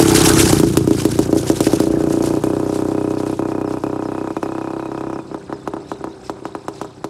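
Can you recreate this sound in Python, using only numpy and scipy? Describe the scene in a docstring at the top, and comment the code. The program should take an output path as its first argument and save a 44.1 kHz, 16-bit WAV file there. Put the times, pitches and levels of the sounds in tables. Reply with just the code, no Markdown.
"""On a forest dirt track an old single-cylinder two-stroke motorcycle passes and rides away.
It fires unevenly on a light throttle, pulls steadily with a few misfires, then coasts with scattered pops.
Each firing is a falling chirp with a jet of gas noise, and it strikes the decaying modes of the pipe.
A sinking note marks the crankcase gulp of each turn; shaped noise gives tyre and chain hiss, clatter, rumble.
Small birds call in gliding sines, and the trees return the exhaust as sparse, decaying echoes."""
import sys
import numpy as np
from scipy import signal
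from scipy.io import wavfile
from scipy.ndimage import uniform_filter1d

SR = 44100
rng = np.random.default_rng(int(sys.argv[2]) if len(sys.argv) > 2 else 0)


def wav_out(sig):
    """Save sig, one row per channel (or a flat mono array), as 16-bit PCM at SR to the path in sys.argv[1]."""
    wavfile.write(sys.argv[1], SR, np.round(np.clip(np.atleast_2d(sig).T, -1, 1) * 32767).astype(np.int16))


N = 312669

# crankshaft speed: (t/s, rate/turns per s)
CRANK_SPEED = [(0, 33.51), (.4, 31.0), (.7, 28.41), (1, 28.7), (1.3, 29.14), (1.8, 29.82), (2.1, 29.69),
               (2.7, 31.43), (3.3, 31.64), (3.9, 31.58), (4.5, 32.59), (5.1, 33.11), (5.3, 32.63),
               (5.8, 33.37), (6.2, 31.47), (6.7, 30.5), (7.2, 30.53)]
FIRST_TURN_S = -.0047  # the exhaust port first opens
PASSING_S = .48  # every turn fires until then, as the machine passes side-on
# interval in which every turn fires, misfires apart: (start t/s, end t/s)
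PULLING = (1.82, 5.21)
# turns that fail to fire while pulling: t/s
MISFIRES = [2.405, 3.361, 3.805, 4.333, 4.396]
# single uneven firings: (t/s, relative thud level/dB, relative crack level/dB)
SINGLE_POPS = [(0.5287, -0.5, -8), (0.5648, -8.5, -27), (0.5974, -1.5, -11.5), (0.6321, 1, -13),
               (0.6679, -7, -36), (0.7703, 0.5, -8), (0.8732, -1, -18.5), (.9079, .3, -18),
               (1.0511, .2, -13), (1.1887, 1, -12), (1.2905, -6.5, -33), (1.3267, 0.5, -15.5),
               (1.3607, -2, -21), (1.498, 0.8, -11), (1.604, -1, -8.5), (1.666, 0, -15), (1.7311, 0, -11),
               (1.8007, -1, -11.5), (2.4366, -3.6, -10), (3.3919, -6.7, -10), (3.8363, -7.9, -8),
               (4.3657, -10.5, -8), (4.429, -9.5, -6.5), (4.8866, -16, -26.5), (5.3127, -18, -23),
               (5.3438, -14, -13), (5.4946, -17, -21), (5.5251, -14, -10), (5.6746, -13.5, -6.5),
               (5.7356, -13.5, -11.5), (5.7657, -18, -16), (5.9155, -14.5, -8), (6.0079, -21, -25),
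               (6.0409, -14, -10.5), (6.0717, -18, -19), (6.2953, -14, -7.5), (6.4198, -23, -38),
               (6.4532, -16, -10), (6.5499, -16, -10.5), (6.6818, -14.5, -7.5), (6.8136, -15.5, -9.5),
               (6.8452, -20.5, -18.5), (7.0423, -13.5, -9)]
# regular firings, mean levels: (t/s, relative thud level/dB, relative crack level/dB)
STEADY_FIRING = [(0, -3, -23), (.22, -4, -18), (.46, -4, -19), (1.82, -4.5, -22), (2.3, -5, -14.5),
                 (2.8, -7.5, -17.5), (3.8, -11, -14), (4.8, -14.5, -14), (5.21, -15, -15.5)]
# turns without a firing only pump gas down the pipe: (t/s, relative thud level/dB)
UNFIRED_PUMPING = [(0, 3), (.7, -11), (1, -11.5), (1.4, -12.5), (1.8, -12.5), (2.4, -38), (3.4, -29),
                   (4.4, -37), (5.2, -28), (6, -28), (7.1, -31.5)]

# gas jet, for a crack of 0 dB: (t/s, relative level/dB)
JET_LEVEL = [(0, 22), (.45, 0), (.9, 10), (1.6, -0.5), (2.5, -7), (3.8, -17), (5.2, -17.5), (6.3, -15.5),
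             (7.1, -7.5)]
JET_PER_CRACK, SNAP_PER_CRACK = 1.76, 1.27  # growth of the jet and of the torn edge, dB per dB of crack
STEADY_JET_DB = 1  # added to the jet of regular firings under load
GROUND_S, GROUND_SHARE = 0.00073, 0.67  # delay and first share of the echo off the track

# chamber resonating with the pulses: (f/Hz, level/dB, t60/s)
SILENCER_MODE = (335.2, -47.5, 0.078)
# low pipe modes, struck as hard as the thud: (f/Hz, level/dB, t60/s)
LOW_PIPE_MODES = [(65, -23.5, 0.11), (97, -49.5, 0.27), (137, -16, .1), (182, -8, 0.04),
                  (269, -31.5, 0.056), (421.8, -15, 0.2)]
# upper pipe modes, weak side-on: (f/Hz, level/dB, t60/s)
UPPER_PIPE_MODES = [(578, -18, 0.097), (682.2, -20, 0.068)]
# high pipe modes, struck as hard as the crack up to a ceiling: (f/Hz, level/dB, t60/s)
TAIL_PIPE_MODES = [(819, -4, 0.026), (893, -18.5, 0.081), (965.7, -9, 0.056), (1273, -5, 0.024),
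                   (1362, -7.5, 0.024), (1470, -34, 0.014), (1710, -21.5, 0.03)]
# faint modes that hum on between pops once the throttle is shut: (f/Hz, level/dB, t60/s)
LINGERING_MODES = [(315, -24, .6), (416, -21, .7), (650, -31, .4), (935, -30, .4)]
TURNED_S, SIDE_DB = 1.3, -19.5  # pipe points back from this time; upper-mode gain at the start
CLOSING_PITCH, COOL_PITCH = 1.04, .94  # mode pitch ratios: closing in; in the cool gas of an unfired turn
SAG, COOL_S = .1, .12  # final share by which modes sink as the gas cools; its time constant

# crankcase gulp of each turn, mean: (t/s, level/dB)
GULP_LEVEL = [(0, -11), (.5, -10), (1, -15), (1.8, -21), (3, -24.5), (4.5, -32.5), (5.5, -41), (7.1, -39)]
GULP_TOP_HZ, GULP_END_HZ, GULP_DROP_S = 360, 80, .0075  # first pitch, limit and time constant of its fall

# exhaust returned by the trees: (t/s, level/dB)
FOREST_LEVEL = [(0, -17), (1, -18), (2, -19), (7.1, -19)]
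# decay of the forest echoes: (f/Hz, t60/s)
FOREST_DECAY = [(100, 1.5), (400, 1.32), (1200, 0.98), (4000, 1.5), (12000, 0.07)]

# spectrum of the hiss when near: (f/Hz, relative level/dB)
NEAR_HISS = [(880, -28.5), (1500, 2), (1790, -5.5), (1990, -4.5), (2470, -3), (3580, -3), (5300, -0.5),
             (9080, -1.5), (11600, -6), (15600, -24.5)]
# spectrum of the hiss when far, with ringing metal bands: (f/Hz, relative level/dB)
FAR_HISS = [(1180, -34), (2000, -7.5), (2590, -4), (2920, -10), (3870, -2.5), (4700, -7), (5150, -2),
            (5600, -7.5), (7200, -10), (7700, -6.5), (8200, -8), (11400, -22), (13000, -32), (15600, -34)]
# spectrum of the engine clatter: (f/Hz, relative level/dB)
CLATTER_SPECTRUM = [(300, -9), (600, -5.5), (800, -3), (1000, -7.5), (1500, -10.5), (2000, -21),
                    (3000, -25)]
# spectrum of the ground rumble: (f/Hz, relative level/dB)
RUMBLE_SPECTRUM = [(15, -28.5), (30, -19.5), (45, -17), (62, 0.5), (100, -25), (160, -0.5), (250, -8.5)]
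# even hiss of tyres and chain: (t/s, level/dB)
ROLLING_LEVEL = [(0, -23), (.45, -27.5), (.7, -39), (1, -38.5), (1.4, -42.5), (1.8, -43.5), (2.5, -42),
                 (3.5, -54), (4.2, -50.5), (5.6, -54), (6.2, -54), (7.1, -55.5)]
# mechanical noise: (t/s, clatter level/dB, rumble level/dB)
CLATTER_AND_RUMBLE = [(0, -23, -21), (.25, -20.5, -26), (.5, -21.5, -17), (.7, -38, -24),
                      (1.2, -38.5, -33.5), (1.7, -36, -32), (2.2, -38.5, -31), (3, -40.5, -48),
                      (4, -43.5, -57), (5.2, -45, -43.5), (7.1, -48, -48.5)]
# bursts of grit and chain rattle: (mid-rise t/s, hold/s, level/dB)
GRIT_BURSTS = [(0.067, 0.014, -19.5), (0.142, 0.037, -12.5), (0.242, 0.024, -13), (0.364, 0.056, -16),
               (0.459, 0.043, -19), (0.552, 0.027, -24.5), (0.67, 0.012, -27), (0.733, 0.019, -34.5),
               (0.93, 0.0082, -34.5), (0.987, 0.0072, -24), (1.098, 0.021, -27), (1.212, 0.017, -31.5),
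               (1.363, 0.026, -29), (1.468, 0.012, -25.5), (1.552, 0.018, -30.5), (1.584, 0.011, -35),
               (1.637, 0.01, -21.5), (1.713, 0.052, -33), (1.805, 0.055, -37), (1.993, 0.012, -39.5),
               (2.1, 0.032, -34.5), (2.236, 0.031, -32.5), (2.447, 0.014, -60), (2.728, 0.035, -36),
               (2.865, .03, -43.5), (3, 0.017, -45.5), (3.097, 0.01, -42.5), (3.175, 0.019, -39.5),
               (3.255, 0.1, -43), (3.48, .012, -41.5), (3.69, 0.033, -44), (3.815, .03, -53),
               (5.88, 0.021, -45), (6.237, 0.029, -45.5), (6.45, 0.021, -50), (6.575, 0.046, -55),
               (6.728, 0.11, -48)]
BURST_RISE_S, BURST_FADE_DB_PER_S = 0.036, 228.5

# falling chips of one bird: (start t/s, length/s, first f/Hz, limiting f/Hz, level/dB)
CHIPS = [(3.65, .045, 6200, 4950, -51), (4.035, .05, 6800, 5030, -51), (4.42, .04, 6400, 4970, -51),
         (4.78, .14, 5200, 3830, -58), (5.128, .036, 7300, 5000, -51), (5.525, .045, 6900, 4920, -53)]
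CHIP_DROP_S = .011  # time constant of the fall in pitch
# slurred whistles: (start t/s, length/s, first f/Hz, middle f/Hz, last f/Hz, level/dB)
SLURS = [(5.185, .07, 3900, 3530, 3600, -61), (5.575, .085, 4400, 3480, 3900, -60),
         (5.835, .155, 3450, 4100, 3600, -57.5), (6.09, .06, 3650, 3880, 4400, -56.5)]

EDGE_HZ = 15750  # upper band limit


def exhaust():
    """Dispersion of a blast: the steep front leaves first as a crack, the thud follows at falling pitch."""
    t = np.arange(1600) / SR
    chirp_hz = 326 + 1034 * np.exp(-(t / 0.002297) ** 2)
    chirp = -np.sin(2 * np.pi * np.cumsum(chirp_hz) / SR)
    crack = chirp * (1 - np.exp(-(t / 0.00077) ** 3)) * np.exp(-(t / 0.0031) ** 4)
    thud = chirp * (1 - np.exp(-(t / 0.0039) ** 4)) * np.exp(-(t / 0.0063) ** 2)
    puff = np.clip((t - .0005) / 0.00085, 0, 1) * (np.exp(-t / 0.0018) + 0.45 * np.exp(-t / 0.0076))
    edge = puff * np.exp(-t / 0.00088)
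    late = (t / 0.0056) ** 2 * np.exp(-t / 0.0036)
    shell_band = signal.butter(1, [2480, 2540], "band", fs=SR, output="sos")  # a hot shell sings under load
    snap_band = signal.butter(2, [1400, 3700], "band", fs=SR, output="sos")  # the torn edge of the front
    rows, kinds = firings()
    gas_noises = rng.standard_normal((len(rows), len(t)))
    jets = np.zeros(N)
    trains = np.zeros((3, 3, N))  # kind of turn, then pulses, low strikes, high strikes
    for (s, thud_db, crack_db, jet_db), kind, gas in zip(rows, kinds, gas_noises):
        pulses, low, high = trains[kind]
        blow = amp(thud_db + 5.5) * thud + amp(crack_db - 3.5) * crack
        nearness = np.sqrt(max(1 - s / TURNED_S, 0))
        add(pulses, s, blow)
        add(pulses, s + GROUND_S, GROUND_SHARE * nearness * blow)
        add(low, s + 0.002883, amp([thud_db]))
        add(high, s + 0.002864, amp([min(crack_db, -16)]))  # the ring stops growing with the hardest cracks
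        air_hz = 12500 / (1 + .075 * s)  # the air dulls the jet as the distance grows
        jet_band = signal.butter(2, [1800, air_hz], "band", fs=SR, output="sos")
        add(jets, s, amp(jet_db + 2) * puff * signal.sosfilt(jet_band, gas))
        add(jets, s, amp(SNAP_PER_CRACK * crack_db) * edge * signal.sosfilt(snap_band, gas))
        if PULLING[0] < s < PULLING[1]:
            add(jets, s, amp(crack_db + 3.5) * late * signal.sosfilt(shell_band, gas))
    pitches = (CLOSING_PITCH, 1, COOL_PITCH)
    struck = sum(pipe(*train, pitch) for train, pitch in zip(trains, pitches))
    return trains[:, 0].sum(axis=0) + jets + gulps(rows[:, 0]) + struck


def firings():
    """Integrated crank speed sets the two-stroke cycle: one row (t/s, thud, crack, jet level/dB) a turn.

    The kinds are 0 closing in, 1 fired, 2 unfired."""
    step_s = .0005
    t = np.arange(FIRST_TURN_S, N / SR, step_s)
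    turns = np.cumsum(columns(CRANK_SPEED, t)[0]) * step_s
    even = np.interp(np.arange(int(turns[-1])) + turns[0], turns, t)
    chance = rng.standard_normal((len(even), 4))
    passing = even < PASSING_S
    s = even + np.where(passing, .0012, .0003) * chance[:, 0]
    rows = np.column_stack([s, *columns(STEADY_FIRING, s)])
    rows = rows + chance[:, :3] * [0, .6, 1.2]
    missed = abs(s[:, None] - MISFIRES).min(axis=1) < .012
    idle = ((s < PULLING[0]) & ~passing) | (s > PULLING[1]) | missed
    pump_db = columns(UNFIRED_PUMPING, s)[0] + 0.63 * chance[:, 1]
    rows[idle, 1:] = (pump_db[:, None] - [0, 16])[idle]
    loaded = ~idle & ~passing
    for pop in SINGLE_POPS:  # each pop takes over the nearest turn
        nearest = np.argmin(abs(s - pop[0]))
        rows[nearest], loaded[nearest], idle[nearest] = pop, False, False
    jet_db = JET_PER_CRACK * rows[:, 2] + columns(JET_LEVEL, s)[0] + STEADY_JET_DB * loaded
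    jet_db = jet_db + np.where(passing, 3.5, 1.5) * chance[:, 3]
    return np.column_stack([rows, jet_db]), np.where(passing, 0, 1 + idle)


def pipe(pulses, low, high, pitch):
    """Modal resonance: blows ring the silencer and pipe modes, all scaled by one pitch ratio."""
    t = np.arange(N) / SR
    facing = amp(SIDE_DB * np.clip(1 - t / TURNED_S, 0, 1) ** .5)
    shut = t > PULLING[1]
    # drive, modes, rise time in s
    parts = [(low, LOW_PIPE_MODES, .003), (low * shut, LINGERING_MODES, .003),
             (low * facing, UPPER_PIPE_MODES, .003), (high, TAIL_PIPE_MODES, .0035),
             (pulses, [SILENCER_MODE], .0002)]
    return sum(signal.oaconvolve(drive, ring(np.array(modes) * [pitch, 1, 1], rise_s))[:N]
               for drive, modes, rise_s in parts)


def ring(modes, rise_s):
    """Free damped oscillation: dying sines with a soft start, sinking in pitch as the gas cools."""
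    t = np.arange(16000) / SR
    slowed = t - SAG * (t - COOL_S * (1 - np.exp(-t / COOL_S)))
    dying = sum(amp(db - 60 * t / t60) * np.sin(2 * np.pi * hz * slowed) for hz, db, t60 in modes)
    return dying * (1 - np.exp(-(t / rise_s) ** 2))


def gulps(moments):
    """Intake suction: the crankcase draws air once a turn, a soft note that sinks in pitch."""
    t = np.arange(2000) / SR
    hz = GULP_END_HZ + (GULP_TOP_HZ - GULP_END_HZ) * np.exp(-t / GULP_DROP_S)
    swell = (1 - np.exp(-(t / .004) ** 2)) * np.exp(-(t / .021) ** 3)
    note = -np.sin(2 * np.pi * np.cumsum(hz) / SR) * swell
    levels_db = columns(GULP_LEVEL, moments)[0] + 0.27 * rng.standard_normal(len(moments))
    out = np.zeros(N)
    for s, db in zip(moments, levels_db):
        add(out, s, amp(db) * note)
    return out


def forest(x):
    """Multiple scattering: trunks return sparse echoes of random sign, each band with its own decay."""
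    taps = np.zeros(SR)
    at = np.arange(500, SR - 22, 22)
    taps[at + rng.integers(0, 22, len(at))] = rng.choice([-1., 1.], len(at))
    hz, t, z = signal.stft(taps, SR, nperseg=512)
    decay = amp(-60 * t / read(FOREST_DECAY, hz)[:, None])
    tail = signal.istft(z * decay, SR, nperseg=512)[1]
    wet_db, = columns(FOREST_LEVEL, np.arange(N) / SR)
    return signal.fftconvolve(x * amp(wet_db), tail / np.linalg.norm(tail))[:N]


def rolling():
    """Broadband friction and impact: grit hiss that dulls with distance, engine clatter, ground rumble."""
    t = np.arange(N) / SR
    clatter_db, rumble_db = columns(CLATTER_AND_RUMBLE, t)
    slow = t[::32]
    burst_power = np.interp(t, slow, bursts(slow).sum(axis=0))
    level = np.sqrt(amp(columns(ROLLING_LEVEL, t)[0]) ** 2 + burst_power)
    far = np.clip((t - 2.2) / 3.0, 0, 1)
    near_hiss = noise(NEAR_HISS, size=256, patchy_db=2.5, flicker_db=3.0)
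    far_hiss = noise(FAR_HISS, size=256, patchy_db=3.5, flicker_db=0.5)
    hiss = np.sqrt(1 - far) * near_hiss + np.sqrt(far) * far_hiss
    clatter = noise(CLATTER_SPECTRUM, size=512, patchy_db=4.0, flicker_db=2.5)
    rumble = noise(RUMBLE_SPECTRUM, size=2048, patchy_db=1.5, flicker_db=1.1)
    return level * hiss + amp(clatter_db) * clatter + amp(rumble_db) * rumble


def bursts(t):
    """Impulsive excitation: the power of each burst has a quick rise, a hold and an even fade in dB."""
    start, hold, db = np.transpose(GRIT_BURSTS)[:, :, None]
    rise = np.clip((t - start) / BURST_RISE_S + .5, 0, 1)
    fade_db = BURST_FADE_DB_PER_S * np.maximum(t - start - hold, 0)
    return (rise * amp(db - fade_db)) ** 2


def birds():
    """Frequency modulation: thin whistles, single gliding sines that swell and fade."""
    out = np.zeros(N)
    calls = []
    for start, length, first_hz, last_hz, db in CHIPS:
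        t = np.arange(0, length, 1 / SR)
        calls.append((start, last_hz + (first_hz - last_hz) * np.exp(-t / CHIP_DROP_S), db))
    for start, length, *pitch_hz, db in SLURS:
        share = np.arange(0, length, 1 / SR) / length
        glide = np.polyfit([0, .5, 1], pitch_hz, 2)  # parabola through the three pitches
        calls.append((start, np.polyval(glide, share), db))
    for start, hz, db in calls:
        swell = np.sin(np.linspace(0, np.pi, len(hz))) ** 0.4
        whistle = np.sin(2 * np.pi * np.cumsum(hz) / SR)
        add(out, start, np.sqrt(2) * amp(db) * swell * whistle)
    return out


def noise(spectrum, size, patchy_db, flicker_db):
    """Filtered random noise: short-time spectra with drifting patches and a flicker shared by all bands."""
    frames, hz = 4 * N // size + 5, np.fft.rfftfreq(size, 1 / SR)
    real, imaginary, patches = rng.standard_normal((frames, len(hz), 3)).T
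    patches = uniform_filter1d(patches, size=8, axis=0)  # over frequency
    patches = evened(uniform_filter1d(patches, size=6, axis=1))  # over time
    flicker = evened(uniform_filter1d(rng.standard_normal(frames), size=4))
    beyond = hz > 1.05 * spectrum[-1][0]
    colour_db = read(spectrum, hz)[:, None] - 60 * beyond[:, None]
    z = (real + 1j * imaginary) * amp(colour_db + patchy_db * patches + flicker_db * flicker)
    return evened(signal.istft(z, nperseg=size, noverlap=3 * size // 4)[1][:N])


def amp(db):
    """Logarithmic level: the amplitude gain of a level in dB."""
    return 10 ** (np.asarray(db) / 20)


def evened(x):
    """Normalised power: scales to rms 1."""
    return x / np.sqrt(np.mean(x ** 2) + 1e-20)


def read(points, hz):
    """Logarithmic frequency: a curve interpolated on a log-frequency axis."""
    f, value = np.transpose(points)
    return np.interp(np.log(hz + 1), np.log(f + 1), value)


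def columns(rows, t):
    """Linear interpolation: the columns of a curve table read at the times t."""
    s, *values = np.transpose(rows)
    return [np.interp(t, s, v) for v in values]


def add(mix, s, sound):
    """Superposition: adds a sound into the mix at time s."""
    part = mix[max(round(s * SR), 0):][:len(sound)]
    part += sound[:len(part)]


def scene():
    """Superposition of all sources at one microphone."""
    engine = exhaust()
    return (engine + forest(engine) + rolling() + birds())[None]


def record(dry):
    """Transducer limits: bass cut, soft clipping of the loudest pulses, upper band limit."""
    cut = signal.sosfilt(signal.butter(3, 52, "high", fs=SR, output="sos"), dry)  # small microphone
    clipped = cut / (1 + abs(cut) ** 8) ** (1 / 8)
    lowpass = signal.firwin(511, EDGE_HZ, window=("kaiser", 9), fs=SR)
    return signal.oaconvolve(clipped, lowpass[None], "same")


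dry = scene()
out = record(dry)
wav_out(out)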